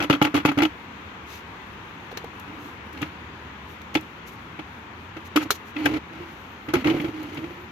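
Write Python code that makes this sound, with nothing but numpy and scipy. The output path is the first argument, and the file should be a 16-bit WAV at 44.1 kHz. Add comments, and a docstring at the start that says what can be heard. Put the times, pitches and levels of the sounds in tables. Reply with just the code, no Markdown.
"""A plastic lid rattles on the rim of an open drum, over a steady outdoor hiss and a faint hum.
The drum belongs to a wet vacuum cleaner with a little water inside, and is being handled in a yard.
Water swishes, loose fittings click, and the wheels judder as the drum is pulled over concrete.
Every blow makes the drum boom and its wall ring briefly. Near the end an insect chirps thinly."""
import sys
import numpy as np
from scipy import signal
from scipy.io import wavfile
from scipy.ndimage import uniform_filter1d

SR = 44100
rng = np.random.default_rng(int(sys.argv[2]) if len(sys.argv) > 2 else 0)


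def wrap_up_sound(samples):
    """Save the sound to the file named by the first command line argument, as 16-bit audio."""
    columns = np.atleast_2d(samples).T
    # keep every value between -1 and 1, then stretch to whole-number steps
    tamed = np.clip(columns, -1, 1)
    steps = np.round(tamed * 32767).astype(np.int16)
    wavfile.write(sys.argv[1], SR, steps)


N = 340011

# Tone colour of the ringing plastic wall: f/Hz, level/dB
WALL_COLOUR = [(100, -10.5), (450, 2.5), (700, 2), (1050, -0.5), (1750, -3), (3300, -10), (4000, -8),
               (5000, -10.5), (6500, -10), (8500, -25), (10000, -20), (12500, -15), (15500, -27)]
# Pitches at which the wall rings most: f/Hz, width/Hz, lift/dB
WALL_RESONANCES = [(850, 48, 8), (1330, 340, 7.5), (2035, 230, 7.5), (2286, 340, 7), (2620, 430, 4.5),
                   (2930, 770, 8), (3260, 88, 8)]
# Bright tone colour of clicks and swishes: f/Hz, level/dB
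BRIGHT_COLOUR = [(150, -26), (450, 4.5), (1400, 8), (2200, 2.5), (3500, 0), (5000, -5.5), (6300, -1),
                 (8500, -16.5), (11000, -14), (12800, -5.5), (15500, -20)]
CRACK_DELAY_S = 0.001146  # the drum starts to boom this long before its wall cracks


def amp(db):
    """Turns decibels into a gain to multiply by."""
    return 10 ** (np.asarray(db) / 20)


def unit_level(x):
    """Scales a signal to an average (rms) level of 1."""
    return x / np.sqrt(np.mean(x ** 2) + 1e-20)


def curve_at(points, hz):
    """Joins a table's points along a pitch scale and gives the values at hz."""
    f, value = np.transpose(points)
    return np.interp(np.log(hz + 1), np.log(f + 1), value)


def add(mix, start_s, sound):
    """Mixes a sound in at the given time."""
    part = mix[:, max(round(start_s * SR), 0):][:, :sound.shape[1]]
    part += sound[:, :part.shape[1]]


def stereo(a, b, likeness):
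    """Blends two unrelated noises into left and right; likeness 1 makes both the same."""
    likeness = np.clip(likeness, -1, 1)
    return np.array([a, likeness * a + np.sqrt(1 - likeness ** 2) * b])


def outdoor_hiss(level_db=1.0, patchy_db=.7, shimmer_db=1.6):
    """A steady outdoor hiss over a low rumble, with a faint artificial shimmer added above 8 kHz."""
    # Tone colour of the hiss: f/Hz, level/dB
    colour = [(20, -41), (50, -7.5), (83, 1.5), (130, -5), (195, -1.5), (400, -6.5), (620, -13.5),
              (950, -4.5), (2500, -12), (3500, -20), (5000, -33.5), (6500, -32), (9000, -48),
              (12500, -38.5), (15200, -51), (16000, -52)]
    # How alike left and right are: f/Hz, likeness (1 = the same)
    likeness = [(60, 1), (130, 0.97), (290, 0.93), (640, 0.61), (1410, -0.032), (3100, -0.083),
                (6820, -0.065), (15000, 0.11)]
    # How much louder the left is: f/Hz, level/dB
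    balance = [(60, -1.5), (110, 2.5), (200, -1.5), (380, -1), (700, 0), (1290, 3.5), (2380, 7),
               (4400, 11.5), (8120, 5), (15000, -10.5)]
    # Slow drift in loudness: t/s, level/dB
    loudness = [(0, -41), (2, -40.7), (3.3, -41.2), (5.1, -42), (7.7, -42.5)]
    frames, hz = N // 512 + 5, np.fft.rfftfreq(2048, 1 / SR)
    a, b, c, d, patches = rng.standard_normal((frames, len(hz), 5)).T
    patches = uniform_filter1d(patches, size=20, axis=0)  # smooth over pitch
    patches = unit_level(uniform_filter1d(patches, size=10, axis=1))  # and over time
    shimmer = np.outer(hz > 8000, unit_level(uniform_filter1d(rng.standard_normal(frames), size=6)))
    spectrum = stereo(a + 1j * b, c + 1j * d, curve_at(likeness, hz)[:, None])
    spectrum *= amp(curve_at(colour, hz)[:, None] + patchy_db * patches + shimmer_db * shimmer)
    spectrum *= amp(np.outer([.5, -.5], curve_at(balance, hz)))[:, :, None]
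    wash = signal.istft(spectrum, nperseg=2048, noverlap=1536)[1][:, :N]
    return unit_level(wash) * amp(level_db + np.interp(np.arange(N) / SR, *np.transpose(loudness)))


def knocks(rim_delay_s=0.0046):
    """The lid or a fitting lands on one side, then the other, and bounces; each hit also rings the rim."""
    # Hard hits on the drum: t/s, wall ring/dB, boom/dB, boom pitch/Hz, thud lift/dB,
    # hollow lift/dB, treble lift/dB, clack/dB, clack pitch/Hz
    hits = [(.001, -27, -22, 325, 2.5, -1, -9, -13, 1460), (.011, -33, -30, 312, 6, 5, -10, -29, 2620),
            (.021, -27, -25, 309, 1, -5, -7, -20, 1460), (.034, -34.5, -37, 300, -4, 5, 3.5, -17, 1330),
            (.042, -35.5, -22, 300, -12, 2, -12, -16, 3000),
            (0.0967, -22, -22, 300, -5, 9, -2.5, -14, 1350),
            (0.1054, -23.5, -36, 324, -9, -13, -8, -10.5, 2900),
            (0.126, -23, -17, 300, -11, -6, -11, -11, 3040),
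            (0.1366, -30, -15.5, 293.4, -9, -5, -7, -6.5, 1330),
            (.148, -36, -31, 300, -3, 6, -3, -17, 3220), (.159, -45, -26.5, 285, 0, 12, -8, -19, 1330),
            (0.2135, -21.5, -31, 303, -3, 8, -9, -8, 1370), (0.2219, -25.5, -31, 290, -12, -1, 4, -9, 2910),
            (0.2405, -30, -32, 292, -4, -1, -6, -17, 3070), (0.2476, -24.5, -19, 294, -4, 4, -2, -10, 2810),
            (0.2662, -31.5, -21.5, 309, -2, 2, -15, -14, 1340),
            (0.3409, -28, -14, 295, -7, 4, -2, -15.5, 1330),
            (0.3484, -28.5, -16, 292.4, -4, 6, 3, -24, 2930), (.361, -27, -35, 304, 14, -7, -5, -27, 3220),
            (.372, -30, -17.5, 312, -1, 6.5, -1, -21, 1200),
            (.383, -36, -20.5, 306.5, 0, -3, -12, -26, 3000),
            (.397, -37, -29.5, 300, -9, 2, -16, -26, 2920),
            (.449, -22.5, -37, 308.4, -12, 6.5, -4, -10.5, 1450),
            (0.456, -27, -48, 303, 1, 0, 3.5, -11.5, 2680), (.471, -29, -30, 287, -10, 3, -14, -30, 2880),
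            (.479, -31.5, -27, 296, -2, 1, -10, -25, 2290),
            (.486, -24, -16.5, 296, -1, -2, -13, -19.5, 3000),
            (.5145, -36, -20, 292, -9, 7, -1, -14.5, 1300), (0.573, -32, -13, 294, 0.5, 4, -4, -21, 1330),
            (.584, -26.5, -20.5, 299, -5, 1, -5, -15, 2920), (.601, -27, -19.5, 301, -7, 3, -17, -20, 1330),
            (.619, -22, -11.5, 320, -4, -5, -8, -9.5, 1370),
            (0.6305, -25, -18, 308, -10, -3, -3.5, -11.5, 2830),
            (.65, -26.5, -19, 304.6, -8, 3, -7, -8.5, 2970),
            (3.0125, -35, -29, 300, -8, -11, -8, -32, 1345),
            (3.0235, -34.5, -31, 310, 11, -14, -12, -21.5, 3350),
            (3.026, -33.5, -42, 308, -1, 1, -18, -15, 1310), (3.95, -21, -34, 313, -6, -7, -8, -7.5, 2212),
            (3.955, -36, -12, 312, -7.5, -6, -6, -15.5, 2500),
            (3.9694, -35.5, -24, 307.7, -8, 2, -7, -17, 3470),
            (4.589, -38.5, -30.5, 312, 3, 2, -11, -24, 2230),
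            (5.3583, -20.5, -11, 310, -11, -5, 1.5, -14, 1420),
            (5.372, -29.5, -12.5, 308.5, -27, 0, 2, -2, 1273),
            (5.383, -55, -30, 296, -10, -4, -14, -23, 1310),
            (5.7624, -33, -30, 288, -4, -6.5, -22, -19, 2625),
            (5.849, -34, -25, 309, 6.5, -4, -1, -30, 1520), (5.8553, -26, -23, 350, -11, 1, 4, -10, 1680),
            (5.859, -23.5, -15, 305, -2, 0, -17, -4, 1600), (5.861, -34, -22, 309, -4, -15, -9, -7, 2540),
            (6.7342, -30, -25, 365, -14, -1.5, 8.5, -19, 1330),
            (6.7375, -27, -10, 351, -7.5, 4, -4, -10, 1315), (6.751, -28.5, -24, 354, 4, 5, -5, -18, 2260),
            (6.869, -28, -17, 325, 2, 1, -7, -14, 2860), (6.879, -31.5, -22, 315, 5, 7, -18, -14, 2070),
            (6.897, -30, -19, 313, 2, -8, -12, -15, 3000), (6.906, -34, -19, 320, -5, -2, -14, -19, 3050),
            (6.998, -33.5, -29.5, 337, 12, -3, -18, -17, 2080),
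            (7.369, -37.5, -36, 294, -3, -14, -15, -25, 2160)]
    out, t = np.zeros((2, N)), np.arange(SR // 3) / SR
    for start, ring_db, boom_db, pitch_hz, thud_db, hollow_db, treble_db, clack_db, clack_hz in hits:
        add(out, start, amp(boom_db) * drum_boom(pitch_hz, t, thud_db))
        wall = wall_hit(t, ring_db, clack_db, clack_hz, hollow_db, treble_db, fade_s=0.052)
        add(out, start + CRACK_DELAY_S, wall)
        add(out, start + rim_delay_s, amp(ring_db) * rim_ring())
    return out


def drum_boom(pitch_hz, t, thud_db=0., damping_db_per_s=0., thud_below_hz=200, left_lag_s=.0002):
    """The drum's air and floor boom; the pitch shifts with the spot struck, and a grip damps it."""
    # Tones of the drum when it booms at 300 Hz: f/Hz, level/dB, 60 dB fade time/s
    tones = [(117.5, -26, 0.12), (144, -4.5, 0.074), (187, -7, 0.063), (300, 4, 0.11), (392, -1.5, 0.037),
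             (480, 5.5, 0.01), (665, -19, 0.058)]
    t = np.maximum(t - np.array([[left_lag_s], [0]]), 0)
    boom = np.zeros_like(t)
    for hz, db, fade_s in tones:
        envelope = amp(db + thud_db * (hz < thud_below_hz) - 60 * t / fade_s)
        boom += envelope * np.sin(2 * np.pi * hz * pitch_hz / 300 * t)
    swell = 1 - np.exp(-t / 0.003)
    return boom * swell * amp(-damping_db_per_s * t) * amp([[-1.4], [1.4]])  # louder on the right


def wall_hit(t, ring_db, clack_db, clack_hz, hollow_db, treble_db, fade_s, left_lag_s=.00023):
    """The wall rings and the struck spot clacks on two close tones; a louder clack means a harder hit."""
    hardness = np.interp(clack_db, [-26, -6], [0, 1])
    response = plastic_response(WALL_COLOUR, WALL_RESONANCES, treble_db, hollow_db)
    wall = amp(ring_db) * plastic_ring(response, fade_s, t, hardness)
    wall[0] = np.pad(wall[0], (round(left_lag_s * SR), 0))[:len(t)]  # the left microphone is farther
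    flex = clack(clack_hz, 0.022, t) + amp(-9.5) * clack(clack_hz * 1.12, 0.022, t)
    swell = 1 - np.exp(-t / 0.00063)
    return wall + amp(clack_db - 5.5) * flex * swell * amp([[4], [-4]])  # the spot faces left


def plastic_response(colour, resonances, treble_db=0., hollow_db=0.):
    """How the plastic answers one sharp tap; the spot struck makes it brighter or more hollow."""
    # How much louder the drum is on the left: f/Hz, level/dB
    balance = [(300, -2), (600, -3), (900, 1), (1400, 2), (2800, 5), (4200, 11.5), (5500, 2), (8000, 3),
               (10500, -10), (14500, -6)]
    hz = np.fft.rfftfreq(2048, 1 / SR)
    db = curve_at(colour, hz)
    db += sum(lift / (1 + (2 * (hz - f) / width) ** 2) for f, width, lift in resonances)
    db += treble_db * hz ** 4 / (hz ** 4 + 4800. ** 4)
    db += hollow_db / (1 + (hz / 1750) ** 8)
    log_gain = np.log(amp(db + np.outer([.5, -.5], curve_at(balance, hz))))
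    # Turn the spectrum into a wave that starts at the tap, never before it.
    mirrored = np.hstack([log_gain, log_gain[:, -2:0:-1]])
    return np.fft.ifft(np.exp(signal.hilbert(mirrored).conj())).real


def plastic_ring(response, fade_s, t, hardness=0.95, tail_db=-22, tail_s=0.22, grainy_db=2, crack_db=14):
    """A crack, a blur of echoes inside the drum, then a faint tail from the yard."""
    grains = rng.standard_normal((2, len(t))) * amp(grainy_db * rng.standard_normal(len(t)))
    fade = amp(-60 * t / fade_s) + amp(tail_db - 60 * t / tail_s)
    rise_s = np.interp(hardness, [0, 1], [.003, .0006])  # a soft blow slides into contact
    drive = stereo(*grains, likeness=0.18) * fade * (1 - np.exp(-(t / rise_s) ** 2))
    drive[:, int(rise_s * SR)] += hardness * amp(crack_db)  # a hard one cracks at full contact
    sound = signal.fftconvolve(drive, response, axes=1)[:, :len(t)]
    bright_band = signal.sosfilt(signal.butter(2, (1800, 5000), "band", fs=SR, output="sos"), sound)
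    return sound / np.std(bright_band[:, :SR // 100])  # its first 10 ms set the level


def clack(hz, fade_s, t):
    """A struck spot flexes to and fro, fading by 60 dB in fade_s."""
    return amp(-60 * t / fade_s) * np.sin(2 * np.pi * hz * t)


def rim_ring(spread_db=2.0):
    """A light touch rings the few tones of the rim, in a different mix each time."""
    # Tones of the rim: f/Hz, level next to the wall's ring/dB, 60 dB fade time/s
    tones = [(860, -3, 0.04), (1345, -6, 0.057), (2125, -23, 0.028), (2580, -8, 0.09), (2990, -14, 0.045),
             (3360, -10, 0.062)]
    t = np.arange(SR // 8) / SR
    ring = sum(amp(db - spread_db * rng.standard_normal((2, 1))) * clack(hz, fade_s, t)
               for hz, db, fade_s in tones)
    return ring * amp([[2], [-2]])  # louder on the left


def lid_landings(push_centre_s=0.00286, push_width_s=0.00083, boom_delay_s=.002):
    """Just after its edge touches, the lid's full weight pushes the drum, and the air inside booms."""
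    # Landings of the lid: t/s, push/dB, boom/dB, boom pitch/Hz
    landings = [(0.0994, -5, -11, 300.6), (.2162, -6.5, -13, 302), (.4506, -8.5, -14.5, 297)]
    out, t = np.zeros((2, N)), np.arange(SR // 3) / SR
    offset = (t - push_centre_s) / push_width_s
    push = (1 - offset ** 2) * np.exp(-offset ** 2 / 2)  # the wall is pressed in and springs back
    for start, push_db, boom_db, pitch_hz in landings:
        add(out, start, amp(push_db) * push[None])
        add(out, start + boom_delay_s, amp(boom_db) * drum_boom(pitch_hz, t, thud_db=1))
    return out


def wander(t, steps_per_s):
    """A random curve that glides from one value to the next."""
    steps = np.arange(0, t[-1] + 1, 1 / steps_per_s)
    return np.interp(t, steps, rng.standard_normal(len(steps)))


def distant_hum(hz=82, wander_hz=7):
    """A faint, low hum that wanders in pitch."""
    # Rise and fall of the hum: t/s, level/dB
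    loudness = [(0.8, -65), (1.3, -49), (2.0, -97), (2.6, -55), (3.0, -47.5), (3.8, -51), (4.3, -65),
                (5.2, -50), (6.2, -58), (7.7, -54)]
    t = np.arange(N) / SR
    pitch_hz = hz + wander_hz * wander(t, steps_per_s=8)
    hum = unit_level(np.sin(2 * np.pi * np.cumsum(pitch_hz) / SR))
    return amp(np.interp(t, *np.transpose(loudness))) * hum


def swishes(grainy_db=5.5):
    """Soft brushing and moving water make short swells of fine, grainy hiss."""
    # Swishes: middle t/s, level/dB, length/s, low edge/Hz
    swells = [(1.338, -46, 0.2, 2740), (2.121, -53, 0.039, 3500), (2.655, -58, 0.22, 6200),
              (3.711, -59, 0.14, 8000), (4.284, -49, 0.059, 6000), (4.333, -59, 0.098, 8000),
              (5.266, -52.5, 0.059, 5500), (5.432, -41, 0.043, 3500), (5.557, -42, 0.043, 3000),
              (5.685, -56, 0.094, 6000), (6.398, -62.5, 0.87, 3460), (6.884, -49, 0.11, 3300),
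              (6.97, -60, 0.47, 9000), (7.354, -61, 0.98, 3500)]
    out = np.zeros((2, N))
    response = plastic_response(BRIGHT_COLOUR, [], treble_db=-2)
    for middle, db, length, low_hz in swells:
        count = int(length * SR)
        grains = rng.standard_normal((2, count)) * amp(grainy_db * rng.standard_normal(count))
        fizz = signal.fftconvolve(stereo(*grains, likeness=0.24), response, axes=1)[:, :count]
        fizz = signal.sosfilt(signal.butter(2, low_hz, "high", fs=SR, output="sos"), fizz)
        add(out, middle - length / 2, amp(db) * unit_level(fizz) * np.hanning(count))
    return out


def fitting_clicks(tap_db=-40, snap_db=-20, clack_cycles=18):
    """Small stiff parts snap brightly, with no boom; a harder snap is sharper and rings longer."""
    # Clicks of loose fittings: t/s, ring/dB, clack next to the ring/dB, treble lift/dB, clack pitch/Hz
    clicks = [(2.114, -47, 17, -19, 790), (2.127, -57.5, 27.5, -12, 480), (2.1714, -33.5, -1, -8, 393),
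              (2.242, -54, 27, 4, 460), (2.244, -59.5, 31.5, -15, 830), (2.396, -56, -6, 16, 780),
              (2.928, -65, 22, 30, 990), (2.974, -45, -8, -18, 900), (3.016, -47.5, 14, 11, 1310),
              (3.815, -50.5, -3, -3, 860), (3.942, -39.5, -12, 0, 850), (4.008, -60.5, -2, 19, 1250),
              (5.5053, -21.5, 15.5, 3.5, 1390), (7.013, -60, -4, 31, 820), (7.229, -62, -4, 29, 820),
              (7.345, -63, -4, 25, 820)]
    # Peaks and dips in the fittings' tone: f/Hz, width/Hz, lift/dB
    resonances = [(393, 120, 9.5), (1370, 1500, -6.5), (4330, 170, -1), (4200, 190, 8)]
    out, t = np.zeros((2, N)), np.arange(SR // 4) / SR
    for start, db, clack_db, treble_db, hz in clicks:
        fade_s = np.interp(db, [tap_db, snap_db], [0.017, 0.063])
        hardness = np.interp(db, [tap_db, snap_db], [0.26, 0.95])
        response = plastic_response(BRIGHT_COLOUR, resonances, treble_db)
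        ring = plastic_ring(response, fade_s, t, hardness, tail_db=-25)
        add(out, start, amp(db) * (ring + amp(clack_db) * clack(hz, clack_cycles / hz, t)))
    return out


def rolling_wheels(level_db=-5, jolts_per_s=1600, spread_db=3, spot_count=8, rise_s=0.032, stop_s=0.022):
    """Wheels jolt over grains of concrete; each jolt shakes the drum and ticks in a spot of its wall."""
    # Pushes of the drum: t/s, length/s, boom/dB, grit/dB, slowing/(dB per s), boom pitch/Hz
    pushes = [(2.457, 0.24, -38.5, -47.5, 8, 299), (2.921, 0.16, -36.5, -41, 9, 300),
              (5.388, 0.032, -23.5, -23, 2, 304), (5.428, 0.032, -27.5, -40, 0, 300),
              (5.75, 0.22, -24.5, -35, -24, 301.5), (6.101, 0.23, -39, -41, 17, 333),
              (6.755, 0.065, -26.5, -32.5, 5, 250), (6.839, 0.26, -17, -28.5, 38, 315),
              (7.113, 0.13, -30, -40.5, -13, 308), (7.24, 0.12, -33.5, -39, 10, 316),
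              (7.344, 0.13, -28.5, -43.5, 22, 316), (7.475, 0.19, -34.5, -40.5, 65, 353)]
    out, t = np.zeros((2, N)), np.arange(N) / SR
    jolts = (rng.random(N) < jolts_per_s / SR) * rng.choice([-1., 1.], N)
    jolts *= amp(spread_db * np.minimum(rng.exponential(1, N), 3))
    spot = rng.integers(0, spot_count, N)
    response = plastic_response(WALL_COLOUR, WALL_RESONANCES, treble_db=-6.5)
    ticks = [plastic_ring(response, 0.036, t[:SR // 8]) for _ in range(spot_count)]
    jolts *= wheel_judder(t)
    grit = sum(signal.oaconvolve((jolts * (spot == k))[None], tick, axes=1)
               for k, tick in enumerate(ticks))
    grit = unit_level(grit[:, :N])
    for start, length, boom_db, grit_db, slowing, pitch_hz in pushes:
        moving = (t >= start) & (t < start + length + stop_s)
        age = t[moving] - start
        speed = np.clip(age / rise_s, 0, 1) * np.clip(1 - (age - length) / stop_s, 0, 1)
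        speed *= amp(-slowing * np.clip(age, 0, length))  # negative slowing speeds it up
        one_boom = drum_boom(pitch_hz, t[:SR // 4], thud_db=-6, damping_db_per_s=18)
        boom = signal.fftconvolve(jolts[moving][None], one_boom, axes=1)[:, :len(age)]
        power = uniform_filter1d((boom ** 2).mean(0), size=SR // 16)
        boom /= np.sqrt(power + 1e-9)  # a steady push keeps the boom up
        add(out, start, speed * (amp(boom_db) * boom + amp(grit_db) * grit[:, moving]))
    return amp(level_db) * out


def wheel_judder(t, slips_per_s=34, unevenness=.3, fall_db=5.5):
    """The wheels stick and slip at an uneven rate; each slip starts strong and dies away."""
    rate = slips_per_s * np.exp(unevenness * wander(t, slips_per_s))
    return amp(-fall_db * (np.cumsum(rate) / SR % 1))


def soft_bumps():
    """A wheel or hand bumps the drum once, with a dull sound and no bounce."""
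    # Bumps: t/s, wall ring/dB, boom/dB, boom pitch/Hz, boom damping/(dB per s)
    bumps = [(3.0225, -46, -21, 300, 600), (5.164, -41.5, -30, 320, 100), (5.935, -34.5, -42, 287, 100),
             (5.958, -40, -25, 293, 300), (6.202, -58, -30.5, 345, 100), (6.683, -36.5, -24, 298, 100),
             (6.699, -43, -27, 305, 200), (6.764, -35, -13.5, 261, 600), (6.841, -29, -24, 300, 300),
             (6.855, -32, -13.5, 312, 300), (6.918, -55, -20, 327, 400), (6.9438, -44, -10.5, 321, 600),
             (7.0414, -37.5, -17.5, 331, 200), (7.082, -57, -19, 300, 404), (7.384, -48, -24, 315, 100),
             (7.438, -42, -28, 334, 100)]
    out, t = np.zeros((2, N)), np.arange(SR // 3) / SR
    for start, ring_db, boom_db, pitch_hz, damping in bumps:
        clack_hz = rng.uniform(1200, 3000)  # each bump touches another spot
        add(out, start, amp(boom_db) * drum_boom(pitch_hz, t, damping_db_per_s=damping))
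        wall = wall_hit(t, ring_db, ring_db + 6.5, clack_hz, hollow_db=1, treble_db=-10, fade_s=0.057)
        add(out, start + CRACK_DELAY_S, wall)
    return out


def insect(hz=13930, width_hz=200, length_s=.11, level_db=-2):
    """An insect among the plants chirps: thin whistles on one narrow, very high resonance."""
    # Chirps: middle t/s, level/dB
    chirps = [(6.33, -72), (6.41, -70), (6.51, -69), (6.65, -65), (6.8, -66), (6.95, -69), (7.08, -71),
              (7.2, -72), (7.53, -70), (7.62, -67)]
    out, t = np.zeros((2, N)), np.arange(int(length_s * SR)) / SR
    smoothing = signal.butter(2, width_hz / 2, fs=SR, output="sos")
    for middle, db in chirps:
        rasp = signal.sosfilt(smoothing, rng.standard_normal((2, len(t))))
        chirp = unit_level(rasp * np.sin(2 * np.pi * hz * t) * np.hanning(len(t)))
        add(out, middle - length_s / 2, amp(level_db + db) * chirp)
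    return out


def scene():
    """The drum and its fittings, close by in the open air."""
    handling = knocks() + lid_landings() + soft_bumps() + rolling_wheels() + fitting_clicks() + swishes()
    return handling + outdoor_hiss() + distant_hum() + insect()


def record(dry, low_cut_hz=48, ceiling_db=3, high_cut_hz=16000):
    """The microphone drops deep bass, rounds off loud peaks and cuts the highest treble."""
    lean = signal.sosfilt(signal.butter(2, low_cut_hz, "high", fs=SR, output="sos"), dry)
    rounded = amp(ceiling_db) * np.tanh(lean / amp(ceiling_db))
    high_cut = signal.firwin(255, high_cut_hz, window=("kaiser", 9), fs=SR)
    return signal.oaconvolve(rounded, high_cut[None], "same")


dry = scene()
out = record(dry)
wrap_up_sound(out)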